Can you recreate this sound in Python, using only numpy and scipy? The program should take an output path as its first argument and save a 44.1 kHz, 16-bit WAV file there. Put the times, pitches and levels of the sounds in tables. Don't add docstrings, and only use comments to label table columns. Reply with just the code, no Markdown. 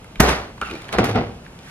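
import sys
import numpy as np
from scipy import signal
from scipy.fft import rfft, irfft
from scipy.io import wavfile
from scipy.ndimage import uniform_filter1d

SR = 44100
rng = np.random.default_rng(int(sys.argv[2]) if len(sys.argv) > 2 else 0)


def wav_out(sig):
    wavfile.write(sys.argv[1], SR, np.round(np.clip(np.atleast_2d(sig).T, -1, 1) * 32767).astype(np.int16))


N = 74970
KNOCK_RISE_S = 0.00088


def amp(db):
    return 10 ** (np.asarray(db) / 20)


def evened(x):
    return x / np.sqrt(np.mean(x ** 2) + 1e-20)


def read(points, hz):
    f, value = np.transpose(points)
    return np.interp(np.log(hz + 1), np.log(f + 1), value)


def columns(table):
    rows = np.transpose(table)
    return [np.interp(np.arange(N) / SR, rows[0], c) for c in rows[1:]]


def span(table):
    start, end = table[0][0], table[-1][0]
    return columns([(start - .004, 0), (start, 1), (end, 1), (end + .03, 0)])[0]


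def add(mix, s, sound):
    part = mix[round(s * SR):][:len(sound)]
    part += sound[:len(part)]


def colour(x, points):
    gain = amp(read(points, np.fft.rfftfreq(x.shape[-1], 1 / SR)))
    return evened(irfft(rfft(x) * gain, x.shape[-1]))


def band(x, lo_hz, hi_hz):
    y = signal.sosfilt(signal.butter(2, [lo_hz, hi_hz], "band", fs=SR, output="sos"), x)
    return y / abs(y).max()


def resonate(x, hz, width_hz):
    turn = np.exp(2j * np.pi * np.cumsum(hz * np.ones(len(x))) / SR)
    r = np.exp(-np.pi * width_hz / SR)
    return 2 * (turn * signal.lfilter([1 - r], [1, -r], x / turn)).real


def ring(modes, t, shift=1):
    longest_s = .13
    return sum(amp(db - 60 * t / min(t60, longest_s)) * np.sin(2 * np.pi * hz * shift * t)
               for hz, db, t60 in modes)


def hum():
    # f/Hz, relative level/dB
    hum_curve = [(15, -38), (25, 2), (181, 1.5), (335, -9), (558, -9), (621, -11), (952, -12),
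                 (1030, -17.5), (1120, -15.5), (1460, -18), (1960, -23.5), (2700, -21.5), (3630, -28.5),
                 (11500, -41), (15000, -46)]
    hum_db, drone_db, rustle_db = -40.5, -58, -44.5
    drone_hz, drone_width_hz = 169, 9
    rustle_hz, rustle_width_hz = 1670, 670
    rustle_s, rustle_rise_s = 1.737, 0.097
    rustle = resonate(rng.standard_normal(2 * N), rustle_hz, rustle_width_hz).reshape(2, N)
    swell = np.exp(-((np.arange(N) / SR - rustle_s) / rustle_rise_s) ** 2)
    drone = amp(drone_db) * evened(resonate(rng.standard_normal(N), drone_hz, drone_width_hz))
    background = amp(hum_db) * colour(rng.standard_normal((2, N)), hum_curve)
    return drone + background + amp(rustle_db) * swell * evened(rustle)


def ticks():
    # t/s, level/dB, middle of the band f/Hz, relative edge level/dB
    tick_table = [(0.0437, -35.5, 1610, -5), (0.1572, -26, 2040, -20), (0.293, -14.5, 2010, -3.5),
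                  (0.578, -40, 1440, -9), (0.6139, -23.5, 2800, -5), (0.7017, -36, 2350, -2),
                  (0.7116, -22.5, 2340, -16), (0.7374, -30, 2500, -22), (0.7533, -28.5, 2600, -7.5),
                  (0.8193, -32.5, 2900, -4), (0.844, -32, 2270, -11), (0.8838, -30.5, 1880, -4.5),
                  (0.8905, -23.5, 2150, -16), (0.9271, -19, 2340, -8), (1.4642, -30.5, 1510, -40),
                  (1.5896, -34.5, 3060, -18), (1.6324, -45, 4100, -20)]
    # t/s, level/dB
    grips = [(.615, -20.5), (0.6226, -28.5)]
    # f/Hz, level/dB, time to fall 60 dB/s
    handle = [(1323, 0.5, 0.047), (1236, 6, 0.029), (841, -4.5, 0.086), (2390, -3, 0.027),
              (2700, -1.5, 0.019)]
    fade_s, spread = 0.0022, 1.5
    out, t = np.zeros(N), np.arange(SR // 5) / SR
    for s, db, hz, edge_db in tick_table:
        burst = rng.standard_normal(len(t)) * np.exp(-t / fade_s)
        edge = amp(edge_db) * band(burst, 2300, 10000)
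        add(out, s, amp(db) * (band(burst, hz / spread, hz * spread) + edge))
    for s, db in grips:
        add(out, s, amp(db) * np.minimum(t / KNOCK_RISE_S, 1) * ring(handle, t))
    return out


def knocks():
    # t/s, level/dB, then relative to it thump/dB, body/dB, edge/dB, ringing/dB,
    # hollow note f/Hz, note/dB
    knock_table = [(0.2001, -7.5, -9, 0.5, -38, -7, 1863, -1.5),
                   (0.2028, 3, -22, -0.5, -4.5, -18, 426, -8.5),
                   (0.9844, -28, 16.5, 20.5, -20, -2, 385, 23), (1.0034, -30, -7, -13, -24, 2, 238, 23),
                   (1.0425, -19, -20, -30, 0, -12.5, 480, -5),
                   (1.0905, -34.5, -19, 15.5, 3, -13, 460, 17.5), (1.157, -32, 10, 8, -12, 4.5, 438, 23),
                   (1.19, -43, 20, -2, -25, 20.5, 460, 20)]
    # f/Hz, level/dB, time to fall 60 dB/s (before the limit in ring)
    shut_modes = [(64.6, -8, 2.2), (153, 5, 0.31), (422, -8, 0.77), (607, -2.5, 0.15), (759, -2.5, 0.56),
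                  (1025, -19, 0.93), (1383, -20, 0.15)]
    # f/Hz, level/dB, time to fall 60 dB/s (before the limit in ring)
    open_modes = [(108.5, 6.5, 0.41), (236.4, 12, 0.39), (387, -23, 0.53), (477, 3, 0.34), (573, 1.5, 0.35),
                  (753, -8, 0.27), (817, -8.5, 0.48), (1012, -9.5, 0.48), (1110, -22, 0.63)]
    fade_s, thump_hz, note_t60_s = 0.0043, 177, 0.03
    swing_s, detune = .6, .04
    slam_s, slam_hz, slam_db, slam_fade_s = .2016, 209, 0, 0.0049
    out, t = np.zeros(N), np.arange(SR // 2) / SR
    for s, db, thump_db, body_db, edge_db, ring_db, note_hz, note_db in knock_table:
        burst = rng.standard_normal(len(t)) * np.exp(-t / fade_s)
        short_burst = burst * np.exp(-t / fade_s)
        push = np.sin(2 * np.pi * thump_hz * t) * np.exp(-t * thump_hz / 2)
        crack = band(short_burst, 1720, 6000)
        crack = crack + amp(body_db) * band(burst, 263, 1820)
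        crack = crack + amp(edge_db) * band(short_burst, 4800, 14000)
        modes = shut_modes if s < swing_s else open_modes
        ringing = ring(modes, t, 1 + detune * rng.uniform(-0.9, 1))
        note = ring([(note_hz, note_db, note_t60_s)], t)
        blow = crack - amp(thump_db) * push + amp(ring_db) * ringing + note
        add(out, s, amp(db) * np.minimum(t / KNOCK_RISE_S, 1) * blow)
    air = np.sin(2 * np.pi * slam_hz * t) * np.exp(-(t / slam_fade_s) ** 2 / 2)
    add(out, slam_s, amp(slam_db) * air)
    return out


def shake():
    # t/s, dull level/dB, bright level/dB
    shake_table = [(0.2, -16.5, -33), (0.205, -21, -7.5), (0.216, -20, -48), (0.238, -16, -49),
                   (0.286, -18, -23.5), (0.29, -18, -21), (0.498, -40.5, -57.5), (0.568, -74, -87),
                   (0.582, -36, -49), (0.6, -99, -103), (0.616, -34.5, -56), (0.628, -27.5, -63),
                   (0.652, -45, -40), (0.752, -42, -45), (0.79, -55, -44), (0.92, -35, -53),
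                   (0.926, -33.5, -29), (0.94, -21.5, -28.5), (0.978, -28.5, -54), (0.988, -13, -24.5),
                   (1.034, -21, -66), (1.042, -17.5, -24.5), (1.086, -28, -36.5), (1.094, -20.5, -30.5),
                   (1.126, -30, -39.5), (1.146, -27.5, -44), (1.16, -14.5, -48), (1.358, -45.5, -62),
                   (1.438, -61, -67), (1.45, -49, -48.5)]
    # f/Hz, relative level/dB
    shut_curve = [(65, -38), (110, -5.5), (232, -1), (321, -2.5), (393, 0.5), (466, -3), (754, -2.5),
                  (1080, -5), (2010, -14), (3100, -24.5), (4500, -24), (5850, -41), (9900, -120)]
    # f/Hz, relative level/dB
    open_curve = [(65, -24), (110, -3), (254, -4), (358, -3), (481, -4), (598, -12), (754, -3.5),
                  (923, -14.5), (1300, -16), (1800, -23.5), (2040, -21), (3050, -29), (4500, -37),
                  (5850, -43), (9900, -120)]
    # f/Hz, relative level/dB
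    bright_curve = [(880, -6), (1500, -1.5), (4720, -16), (7280, -24), (7940, -29.5), (11500, -25.5),
                    (15000, -85)]
    rattles_per_s, size_spread_db, release_s = 3000, 2.3, .98
    dull_db, bright_db = columns(shake_table)
    sizes = amp(size_spread_db * rng.exponential(1, (4, N)))
    hits = rng.random((4, N)) < rattles_per_s / SR
    clicks = sizes * hits * rng.choice([-1, 1], (4, N))
    still_shut = np.arange(N) < release_s * SR
    dull = np.where(still_shut, colour(clicks[:2], shut_curve), colour(clicks[:2], open_curve))
    bright = colour(clicks[2:], bright_curve)
    return span(shake_table) * (amp(dull_db) * dull + amp(bright_db) * bright)


def boom():
    # t/s, cabinet level/dB, door panel level/dB
    boom_table = [(0.2, -23, -18), (0.224, -14, -18.5), (0.242, -19.5, -39), (0.318, -21, -48),
                  (0.362, -40, -62), (0.38, -32.5, -37), (0.464, -49, -43.5), (0.55, -77, -70),
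                  (0.62, -35.5, -48), (0.732, -46.5, -75), (0.754, -45, -51), (0.926, -61, -48),
                  (0.97, -25.5, -54), (1.006, -33, -15.5), (1.042, -32, -52), (1.116, -48, -22),
                  (1.202, -39, -33.5), (1.268, -40.5, -32.5), (1.416, -45.5, -54), (1.5, -51, -59)]
    cabinet_hz, panel_hz = 63.2, 106.45
    t = np.arange(N) / SR
    tones = sum(amp(db) * np.sin(2 * np.pi * hz * t)
                for db, hz in zip(columns(boom_table), (cabinet_hz, panel_hz)))
    return span(boom_table) * np.sqrt(2) * tones


def slip():
    # t/s, squeak f/Hz, squeak level/dB, half-pitch level/dB, low rub level/dB
    slip_table = [(.62, 2736, -62, -32, -58), (.636, 2783, -64, -31, -52), (.643, 2699, -65, -52, -60),
                  (.65, 2742, -28, -48, -53), (.657, 2752, -52, -50, -63), (.664, 2664, -30.5, -51, -66),
                  (.678, 2664, -44, -42, -60), (.686, 2655, -58, -45, -58), (.698, 2507, -32.5, -54, -47),
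                  (.712, 2450, -48, -60, -27.5), (.722, 2456, -59, -52, -31.5), (.745, 2388, -66, -71, -31),
                  (.754, 2330, -45, -59, -33), (.764, 2400, -39, -69, -33.5), (.774, 2550, -72, -61, -47),
                  (.79, 2420, -60, -60, -46)]
    # f/Hz, level/dB, time to fall 60 dB/s
    groan_modes = [(265, -12, .06), (349, 3.5, 0.086), (428, -4, 0.041), (480, -9.5, 0.028),
                   (830, -10, 0.06)]
    clear_shares = .65, .35
    width_hz, sticks_per_s, stick_depth_db = 260, 110, 2.5
    groan_per_s, groan_jitter = 78, .08
    hz, squeak_db, half_db, rub_db = columns(slip_table)
    out, width = np.zeros(N), round(SR / sticks_per_s / 2)
    for db, f, share in zip((squeak_db, half_db), (hz, hz / 2), clear_shares):
        clear = np.sqrt(2) * np.sin(2 * np.pi * np.cumsum(f) / SR)
        narrow = resonate(rng.standard_normal(N), f, width_hz)
        rough = evened(resonate(narrow, f, 3 * width_hz))
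        wobble = uniform_filter1d(uniform_filter1d(rng.standard_normal(N), width), width)
        fits = evened(amp(stick_depth_db * evened(wobble)))
        out = out + amp(db) * fits * (np.sqrt(share) * clear + np.sqrt(1 - share) * rough)
    drift = evened(uniform_filter1d(rng.standard_normal(N), size=400))
    pace = groan_per_s * (1 + groan_jitter * drift)
    slips = np.diff(np.floor(np.cumsum(pace) / SR), prepend=0)
    groan = evened(signal.oaconvolve(slips, ring(groan_modes, np.arange(SR // 10) / SR))[:N])
    return span(slip_table) * (out + amp(rub_db) * groan)


def kitchen(x):
    # f/Hz, time to fall 60 dB/s
    decay_curve = [(100, 0.24), (400, 0.58), (1500, 0.59), (5000, 0.51), (12000, 0.24)]
    echo_db = -8.5
    taps = rng.standard_normal((2, SR)) * (np.arange(SR) > 150)
    hz, t, z = signal.stft(taps, SR, nperseg=256)
    fade = amp(-60 * t / read(decay_curve, hz)[:, None])
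    tail = signal.istft(z * fade, SR, nperseg=256)[1]
    return amp(echo_db) * signal.fftconvolve(x[None], tail / np.linalg.norm(tail[0]), axes=1)[:, :N]


def scene():
    # f/Hz, side relative to mid/dB
    side_level = [(40, -22), (110, -29), (200, -17), (380, -11.5), (700, -6), (1290, -2.5), (2380, 2),
                  (4400, 4.5), (8120, 6.5), (15000, 13)]
    # f/Hz, share
    side_tied = [(500, 0.034), (2000, 0.39), (5000, 0.53), (12000, 0.45)]
    # f/Hz, lead of side over mid/radians
    side_turn = [(500, 1.7), (2000, 2), (12000, 1.33)]
    near = knocks() + ticks() + slip()
    mid, other = kitchen(near) + shake() + hum() + (near + boom()) * [[1], [0]]
    hz = np.fft.rfftfreq(N, 1 / SR)
    tied = np.clip(read(side_tied, hz), 0, 1)
    following = tied * np.exp(1j * read(side_turn, hz)) * rfft(mid)
    diffuse = np.sqrt(1 - tied ** 2) * rfft(other)
    side = irfft(amp(read(side_level, hz)) * (following + diffuse), N)
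    return np.array([mid + side, mid - side])


def record(dry):
    # f/Hz, level/dB
    mic_curve = [(15, -15), (40, -1.5), (56, -2.5), (12000, 0), (13500, -7), (16000, -45)]
    ceiling, edge_hz = 1.0, 16200
    heard = irfft(rfft(dry) * amp(read(mic_curve, np.fft.rfftfreq(N, 1 / SR))), N)
    lowpass = signal.firwin(511, edge_hz, window=("kaiser", 9), fs=SR)
    return signal.oaconvolve(np.clip(heard, -ceiling, ceiling), lowpass[None], "same")


dry = scene()
out = record(dry)
wav_out(out)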